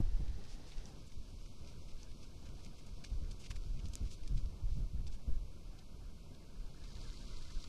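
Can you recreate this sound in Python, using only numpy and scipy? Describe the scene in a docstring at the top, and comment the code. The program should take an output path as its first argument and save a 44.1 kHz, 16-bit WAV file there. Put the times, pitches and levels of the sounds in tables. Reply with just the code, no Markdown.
"""Deer at a muddy wallow

Deer move about in damp woodland; one walks right past a camera on a post. Hooves thud dully on soft ground,
squeeze water through the turf and snap small stems; bubbles pip and mud sloshes further off. Moving air rumbles
on the microphone over a thin hiss; about a second in, the midrange of this background turns hollow and
wavering. At the end a breeze sets the wet leaves pattering."""
import sys
import numpy as np
from scipy import signal
from scipy.fft import rfft, irfft, next_fast_len
from scipy.io import wavfile
from scipy.ndimage import uniform_filter1d, map_coordinates

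SR = 44100
rng = np.random.default_rng(int(sys.argv[2]) if len(sys.argv) > 2 else 0)


def wrap_up_sound(samples):
    """Save the sound to the file named by the first command line argument, as 16-bit audio."""
    columns = np.atleast_2d(samples).T
    # keep every value between -1 and 1, then stretch to whole-number steps
    tamed = np.clip(columns, -1, 1)
    steps = np.round(tamed * 32767).astype(np.int16)
    wavfile.write(sys.argv[1], SR, steps)


N = 338688
SETTLE_S = 4.39  # the herd starts to settle here

# Sub-bass of buffeting air and heaving ground: freq_hz, level_db
SUB_SPECTRUM = [(4, 3.5), (10, 6.5), (20, -8.5), (32, 2), (50, -12.5), (80, -14.5), (130, -32),
                (250, -46.5), (600, -67.5), (2000, -110)]
# Bright fizz of wet turf and mud: freq_hz, level_db
WET_SPECTRUM = [(300, -9.5), (1400, -7), (1900, -75), (2200, -2), (3500, 2), (5000, 4), (6200, 1.5),
                (7200, -6.5), (8500, -7), (10500, -17), (14000, -38)]


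def amp(db):
    """Decibels to gain."""
    return 10 ** (np.asarray(db) / 20)


def unit(x):
    """Scale to rms 1."""
    return x / np.sqrt(np.mean(x ** 2) + 1e-20)


def clock():
    """The time of every sample in seconds."""
    return np.arange(N) / SR


def filtered(x, response):
    """EQ x with a gain given as a function of frequency."""
    size = next_fast_len(N + 8192)
    return irfft(rfft(x, size) * response(np.fft.rfftfreq(size, 1 / SR)), size)[:N]


def coloured(x, spectrum):
    """Shape x with an EQ curve of (freq_hz, level_db) points, at rms 1."""
    freq_hz, level_db = np.transpose(spectrum)
    return unit(filtered(x, lambda hz: amp(np.interp(np.log(hz + 1), np.log(freq_hz), level_db))))


def noise():
    """White noise."""
    return rng.standard_normal(N)


def wobble(rate_hz):
    """A smooth random curve with rate_hz knots a second."""
    return map_coordinates(rng.standard_normal(1024), [clock() * rate_hz], mode="wrap")


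def steadied(x, span_s):
    """Level a noise, evening out swells slower than span_s."""
    size = max(int(span_s * SR), 8)
    power = uniform_filter1d(uniform_filter1d(x ** 2, size), size)
    return x / np.sqrt(np.abs(power) + 1e-9)


def crackle(rate_hz, spread_db, blur_db):
    """Tiny impacts of uneven size over the blur of countless smaller ones."""
    sizes = amp(spread_db * np.minimum(rng.exponential(size=N), 4)) * np.sign(noise())
    impacts = sizes * (rng.random(N) < rate_hz / SR)
    return unit(unit(impacts) + amp(blur_db) * noise())


def swell(level_db, at_s, rise_db_per_s, fall_db_per_s):
    """An envelope that ramps to level_db at at_s, then falls or holds."""
    t = clock() - at_s
    return amp(level_db + rise_db_per_s * np.minimum(t, 0) - fall_db_per_s * np.maximum(t, 0))


def push(start_s, attack_s):
    """A load that starts softly, peaks attack_s later and dies away."""
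    age = np.maximum(clock() - start_s, 0) / attack_s
    return (age * np.exp(1 - age)) ** 2


def pings(rows, cycles, tail_db, tail_t60_s):
    """Short damped rings of so many cycles; the grass around scatters a faint tail."""
    out, t = np.zeros(N + SR), np.arange(SR // 20) / SR
    scatter = coloured(noise(), WET_SPECTRUM)
    for start_s, peak_db, pitch_hz in rows:
        start = min(round(start_s * SR), N - 1)
        age = t * pitch_hz / cycles
        ring = 2 * age * np.exp(1 - 2 * age) * np.sin(2 * np.pi * pitch_hz * t)
        tail = amp(tail_db - 60 * t / tail_t60_s) * np.roll(scatter, -start)[:len(t)]
        out[start:start + len(t)] += amp(peak_db) * (ring + tail)
    return out[:N]


def air_bed():
    """Air flutters on the microphone over a low rumble and a thin, even hiss."""
    # Strength of the draught, with a lull before the breeze: time_s, level_db
    draught = [(0, -44.5), (1.2, -48), (2.1, -47), (3.3, -47), (5.3, -46.5), (5.8, -49.5), (6.45, -49.5),
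               (7.0, -47), (7.68, -44.5)]
    # Low woodland rumble: freq_hz, level_db
    rumble_spectrum = [(20, -14), (60, -0.5), (115, -2), (160, -5), (250, -10), (450, -17), (690, -22),
                       (810, -18), (950, -25), (1300, -28.5), (1600, -30.5), (2000, -52), (4000, -75)]
    # Thin hiss: freq_hz, level_db
    hiss_spectrum = [(300, -38), (1300, -3), (1620, 0.5), (1950, 2), (2200, -2.5), (3400, -3), (4600, -1),
                     (6100, -4), (6900, -8), (8200, -10), (10000, -12), (14000, -18.5)]
    buffet_db = np.interp(clock(), *np.transpose(draught)) + 2.5 * wobble(13)
    buffet = amp(buffet_db) * steadied(coloured(noise(), SUB_SPECTRUM), span_s=0.029)
    rumble = amp(-56.5 + 1.26 * wobble(14)) * coloured(noise(), rumble_spectrum)
    hiss = amp(-69) * coloured(noise(), hiss_spectrum)
    return buffet + rumble + hiss


def air_puffs():
    """Each puff of air swings the pressure on the microphone once: a soft, low bump."""
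    # Puffs of air: centre_s, peak_db, half_width_s
    puffs = [(0.038, -27, 0.0093), (0.149, -27, 0.0076), (0.533, -39, 0.0083), (0.783, -34, 0.01),
             (1.174, -37.5, 0.014), (1.953, -38, 0.0096), (2.122, -42.5, 0.017), (2.282, -46, .007),
             (4.243, -35.5, 0.014), (5.343, -29, 0.017), (6.601, -39.5, 0.0059), (6.666, -40.5, 0.013),
             (7.099, -35, 0.0062), (7.363, -36, .012), (7.432, -36, .011), (7.569, -30, 0.0084)]
    out, t = np.zeros(N), clock()
    for centre_s, peak_db, half_width_s in puffs:
        age = (t - centre_s) / half_width_s
        out += amp(peak_db) * age * np.exp(0.5 * (1 - age ** 2))
    return out


def hollowed(x):
    """Wandering notches open about a second in and turn the midrange hollow and watery."""
    # Midrange notches: centre_hz, half_width_hz, depth_db, waver_ratio
    notches = [(804, 50.6, 30, 0.38), (1447, 26, 15, 3), (1663, 92, 37, 0.83), (1925, 120, 36, 0.26)]
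    hz, t, spectra = signal.stft(x, SR, nperseg=1024, noverlap=768)
    opened = np.interp(t, [0.89, 0.93], [0, 1])
    for centre_hz, half_width_hz, depth_db, waver in notches:
        spread = np.interp(t, clock(), wobble(34))
        stray = np.interp(t, clock(), wobble(34))
        width = half_width_hz * np.maximum(1 + waver * spread, 0.01)
        centre = centre_hz + 0.93 * waver * half_width_hz * stray
        dip = 1 / (1 + ((hz[:, None] - centre) / width) ** 8)
        spectra = spectra * amp(-depth_db * opened * dip)
    return signal.istft(spectra, SR, nperseg=1024, noverlap=768)[1][:N]


def leaves():
    """Wet leaves brush together in small clumps as the breeze rises and holds; drops patter on them."""
    # Leaves brushing: freq_hz, level_db
    leaf_spectrum = [(300, -25), (650, -39), (800, -29), (920, -2.5), (1200, -2.5), (1500, 0.5), (1750, 1),
                     (1950, 14), (2150, -7), (3400, -4), (4500, -1), (5700, -8), (7000, -9), (10000, -18),
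                     (14000, -49)]
    # Drops tapping on wet leaves: freq_hz, level_db
    drop_spectrum = [(800, -42), (2800, -10), (4000, 2), (4650, 1), (5600, 1), (7500, -12), (14000, -34)]
    clumps = amp(1.5 * wobble(70))
    rustle = clumps * coloured(crackle(rate_hz=1600, spread_db=3.5, blur_db=3), leaf_spectrum)
    patter = amp(4 * wobble(160))
    drops = patter * coloured(crackle(rate_hz=900, spread_db=1.5, blur_db=0), drop_spectrum)
    breeze = swell(-60.5, at_s=7.016, rise_db_per_s=34, fall_db_per_s=0)
    return breeze * (rustle + amp(-5.5) * unit(drops))


def wallow():
    """Further off, trampled mud fizzes restlessly, and one deer heaves itself out with a dull slosh."""
    # Thick mud sloshing: freq_hz, level_db
    mud_spectrum = [(150, -16), (450, 1.5), (820, -14.5), (1200, -8), (1900, -29), (2200, -14), (4000, -13),
                    (9000, -68)]
    churn = amp(1.3 * wobble(30))
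    herd = swell(-71.5, at_s=SETTLE_S, rise_db_per_s=0, fall_db_per_s=45)
    splash = swell(-72.5, at_s=0.82, rise_db_per_s=13, fall_db_per_s=77)
    body = swell(-71, at_s=0.82, rise_db_per_s=-0.5, fall_db_per_s=77)
    fizz = coloured(crackle(rate_hz=1200, spread_db=2.5, blur_db=2), WET_SPECTRUM)
    slosh = coloured(crackle(rate_hz=700, spread_db=4, blur_db=5), mud_spectrum)
    return churn * (np.hypot(herd, splash) * fizz + body * slosh)


def herd_steps():
    """The herd treads lightly at random until it settles: rows for hoof_squelches."""
    rate_hz, half_width_s, smack_db, spit_db = 3.6, 0.0027, -1.5, -20
    gaps, weights = rng.random((64, 2)).T
    times_s = np.cumsum(0.5 + gaps) / rate_hz
    levels_db = -65.5 + 5 * (weights - 0.5)
    return [(crest_s, level_db, half_width_s, smack_db, spit_db)
            for crest_s, level_db in zip(times_s, levels_db) if crest_s < SETTLE_S]


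def bubbles():
    """A bubble or drip rings for a few cycles: a tiny pip."""
    # Bubbles and drips: start_s, peak_db, pitch_hz
    pips = [(.7203, -49.5, 3680), (.856, -41.5, 5650), (1.675, -48, 5950), (2.0318, -45, 6150),
            (2.232, -54, 5600), (3.0402, -46, 4600), (3.0435, -50.5, 1710), (3.507, -51, 1650),
            (3.5095, -52, 1110), (3.5625, -58.5, 1770), (6.3483, -57, 3930), (6.8395, -52.5, 4130),
            (6.9542, -50, 4090), (7.0145, -47, 4740), (7.101, -46, 3970), (7.1318, -51, 5250),
            (7.1742, -48, 4630), (7.283, -50, 4190), (7.3697, -49, 4650), (7.5563, -49, 4300),
            (7.642, -44, 4660)]
    return pings(pips, cycles=3, tail_db=-17, tail_t60_s=0.025)


def stem_snaps():
    """A stem breaks underfoot in about one cycle: a sharp tick."""
    # Cracking stems: start_s, peak_db, pitch_hz
    snaps = [(.4405, -44.5, 4400), (1.0695, -58, 6500), (2.6486, -41, 5700), (3.045, -47, 2330),
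             (3.0484, -35, 5300), (3.312, -50, 6000), (3.3285, -50, 6500), (3.4625, -46, 2980),
             (3.5135, -39.5, 2440), (3.6374, -47.5, 4600), (3.848, -49, 5500), (3.8571, -41.5, 3930),
             (3.8862, -43, 6600), (3.9355, -41, 7000), (3.9546, -26, 7100), (4.1145, -45, 3600),
             (4.131, -52, 5500), (4.2769, -42, 5150), (4.3795, -43, 4500), (4.4595, -46, 4500),
             (4.7275, -55, 3820), (5.0685, -46, 4120), (5.1285, -53, 4700), (7.6411, -40, 4560)]
    return pings(snaps, cycles=1.05, tail_db=-27, tail_t60_s=0.017)


def hoof_thuds():
    """Soft ground takes each hoof without ringing: a slap of mud on a low thud, over a slower heave."""
    # Heavy footfalls: start_s, level_db, attack_s, slap_db
    footfalls = [(0, -32.5, 0.0065, -28.5), (0.03, -39, 0.039, -68), (0.188, -33, 0.019, -43),
                 (.265, -36.5, 0.046, -64), (.365, -73, 0.015, -50), (1.165, -48, 0.023, -70),
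                 (3.108, -35.5, 0.022, -58), (3.203, -36.5, 0.024, -52.5), (3.494, -40, 0.018, -51),
                 (3.669, -38, 0.0076, -60), (3.735, -50.5, 0.028, -50.5), (3.825, -38, 0.023, -52),
                 (3.995, -36.5, 0.034, -49), (4.292, -32.5, 0.031, -43.5), (4.337, -38, 0.024, -44),
                 (4.412, -38, 0.034, -57), (4.62, -34, 0.02, -59), (4.706, -33, 0.014, -62),
                 (4.749, -38.5, 0.022, -43), (4.792, -43, 0.022, -46.5), (4.927, -38, 0.021, -48),
                 (4.968, -41.5, 0.031, -49), (5.048, -39, 0.014, -52.5), (5.27, -33, 0.017, -44),
                 (5.325, -46, 0.058, -67)]
    # Dull thud of soft ground: freq_hz, level_db
    ground_spectrum = [(15, -56), (30, 11), (60, 8), (100, -4), (160, -32), (300, -44), (600, -60),
                       (2000, -87)]
    # Flat slap of a hoof in mud: freq_hz, level_db
    slap_spectrum = [(40, -15.5), (90, -7.5), (130, 6), (200, -8.5), (300, -16), (450, -26), (700, -32),
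                     (2000, -57)]
    thud_power, slap_power, heave_power = np.zeros((3, N))
    for start_s, level_db, attack_s, slap_db in footfalls:
        load = push(start_s, attack_s)
        thud_power += (amp(level_db) * load) ** 2
        slap_power += (amp(slap_db) * load) ** 2
        heave_power += (amp(level_db) * push(start_s, attack_s=0.052)) ** 2
    thud = np.sqrt(thud_power) * steadied(coloured(noise(), ground_spectrum), span_s=0.0081)
    slap = np.sqrt(slap_power) * steadied(coloured(noise(), slap_spectrum), span_s=0.02)
    heave = np.sqrt(heave_power) * steadied(coloured(noise(), SUB_SPECTRUM), span_s=0.035)
    return thud + slap + heave


def hoof_squelches():
    """Water fizzes through pressed turf; deep holes add a hollow smack, sharp steps a bright spit."""
    # Close hooves in wet turf: crest_s, level_db, half_width_s, smack_relative_db, spit_relative_db
    close_steps = [(.515, -64, 0.034, -10, -11), (.685, -66.5, 0.016, -14, -10),
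                   (.725, -67.5, 0.014, 0, -20), (.79, -69.5, 0.027, -9, -25), (.875, -67, 0.018, -16, -6),
                   (1.075, -74.5, 0.0073, -20, 4), (1.686, -66.5, 0.018, -5, -23),
                   (1.889, -66, 0.0066, -2, -25), (2.018, -68, 0.034, -11, -22),
                   (2.236, -65.5, .011, -8, -16), (2.463, -66, .009, -5, -10),
                   (2.648, -68.5, 0.018, -4, -6), (2.79, -67, .009, -4, -7), (2.868, -67.5, 0.0029, -23, 1),
                   (3.0445, -57.5, .0055, -2, -21), (3.06, -64.5, .012, -6, -20),
                   (3.315, -57, 0.0049, -18, -9), (3.41, -64, 0.015, -8, -4),
                   (3.452, -60.5, 0.014, -4, -15), (3.5098, -55.5, 0.008, -5, -6),
                   (3.563, -59.5, 0.0062, -3, -9), (3.796, -65.5, 0.0056, 2, -25),
                   (3.86, -62, 0.0079, -25, -14), (3.937, -53, 0.0029, -28, -8),
                   (3.966, -65, 0.014, -7, -12), (4.064, -65.5, 0.015, -8, -14),
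                   (4.124, -61, 0.019, -33, -5.5), (4.279, -58, .0028, -28, -9),
                   (4.381, -65.5, 0.014, -11, -13), (4.735, -69.5, 0.06, -38, -26),
                   (5.075, -59.5, 0.0071, -32, -12), (5.135, -65.5, 0.017, -30, -6),
                   (5.791, -62.5, 0.0056, -27, -24), (6.349, -68, 0.0035, -14, -25),
                   (6.846, -66.5, 0.013, -4, -14), (6.956, -65, 0.0042, -14, -25)]
    # Hollow smack of a deep hoof hole: freq_hz, level_db
    smack_spectrum = [(300, -30), (800, -40), (1100, -20), (1500, -9), (1900, -13), (2130, 5.5), (2500, 4),
                      (3400, -5), (6000, -47), (14000, -55)]
    # Fine spray spat from under a hoof: freq_hz, level_db
    spit_spectrum = [(2500, -54), (5000, -11), (7000, 4), (9000, -4.5), (11500, -10.5), (14000, -22)]
    fizz, smack, spit = np.zeros((3, N))
    t = clock()
    for crest_s, level_db, half_width_s, smack_db, spit_db in list(close_steps) + herd_steps():
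        near = np.abs(t - crest_s) < 0.3
        offset_s = t[near] - crest_s
        # The hoof presses in quickly and lets go more slowly.
        flank_s = half_width_s * np.where(offset_s < 0, 0.85, 1.1)
        steepness = np.where(offset_s < 0, 3.6, 3)
        press = amp(level_db) / np.hypot(1, (np.abs(offset_s) / flank_s) ** steepness)
        fizz[near] += press
        smack[near] += press * amp(smack_db)
        spit[near] += press * amp(spit_db)
    water = coloured(crackle(rate_hz=2200, spread_db=3, blur_db=-6), WET_SPECTRUM)
    pockets = coloured(crackle(rate_hz=1100, spread_db=6.5, blur_db=-15), smack_spectrum)
    droplets = coloured(crackle(rate_hz=1200, spread_db=3, blur_db=-8), spit_spectrum)
    return (fizz * steadied(water, span_s=0.006)
            + smack * steadied(pockets, span_s=0.0032)
            + spit * steadied(droplets, span_s=0.005))


def scene():
    """A mono mix in open air; squelches, snaps and pips stand clear of the hollow bed."""
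    bed = hollowed(air_bed() + wallow() + leaves() + hoof_thuds())
    return (bed + air_puffs() + hoof_squelches() + stem_snaps() + bubbles())[None]


def record(dry):
    """The camera cuts off the highest treble."""
    cutoff_hz = 14100
    return filtered(dry[0], lambda hz: hz < cutoff_hz)[None]


dry = scene()
out = record(dry)
wrap_up_sound(out)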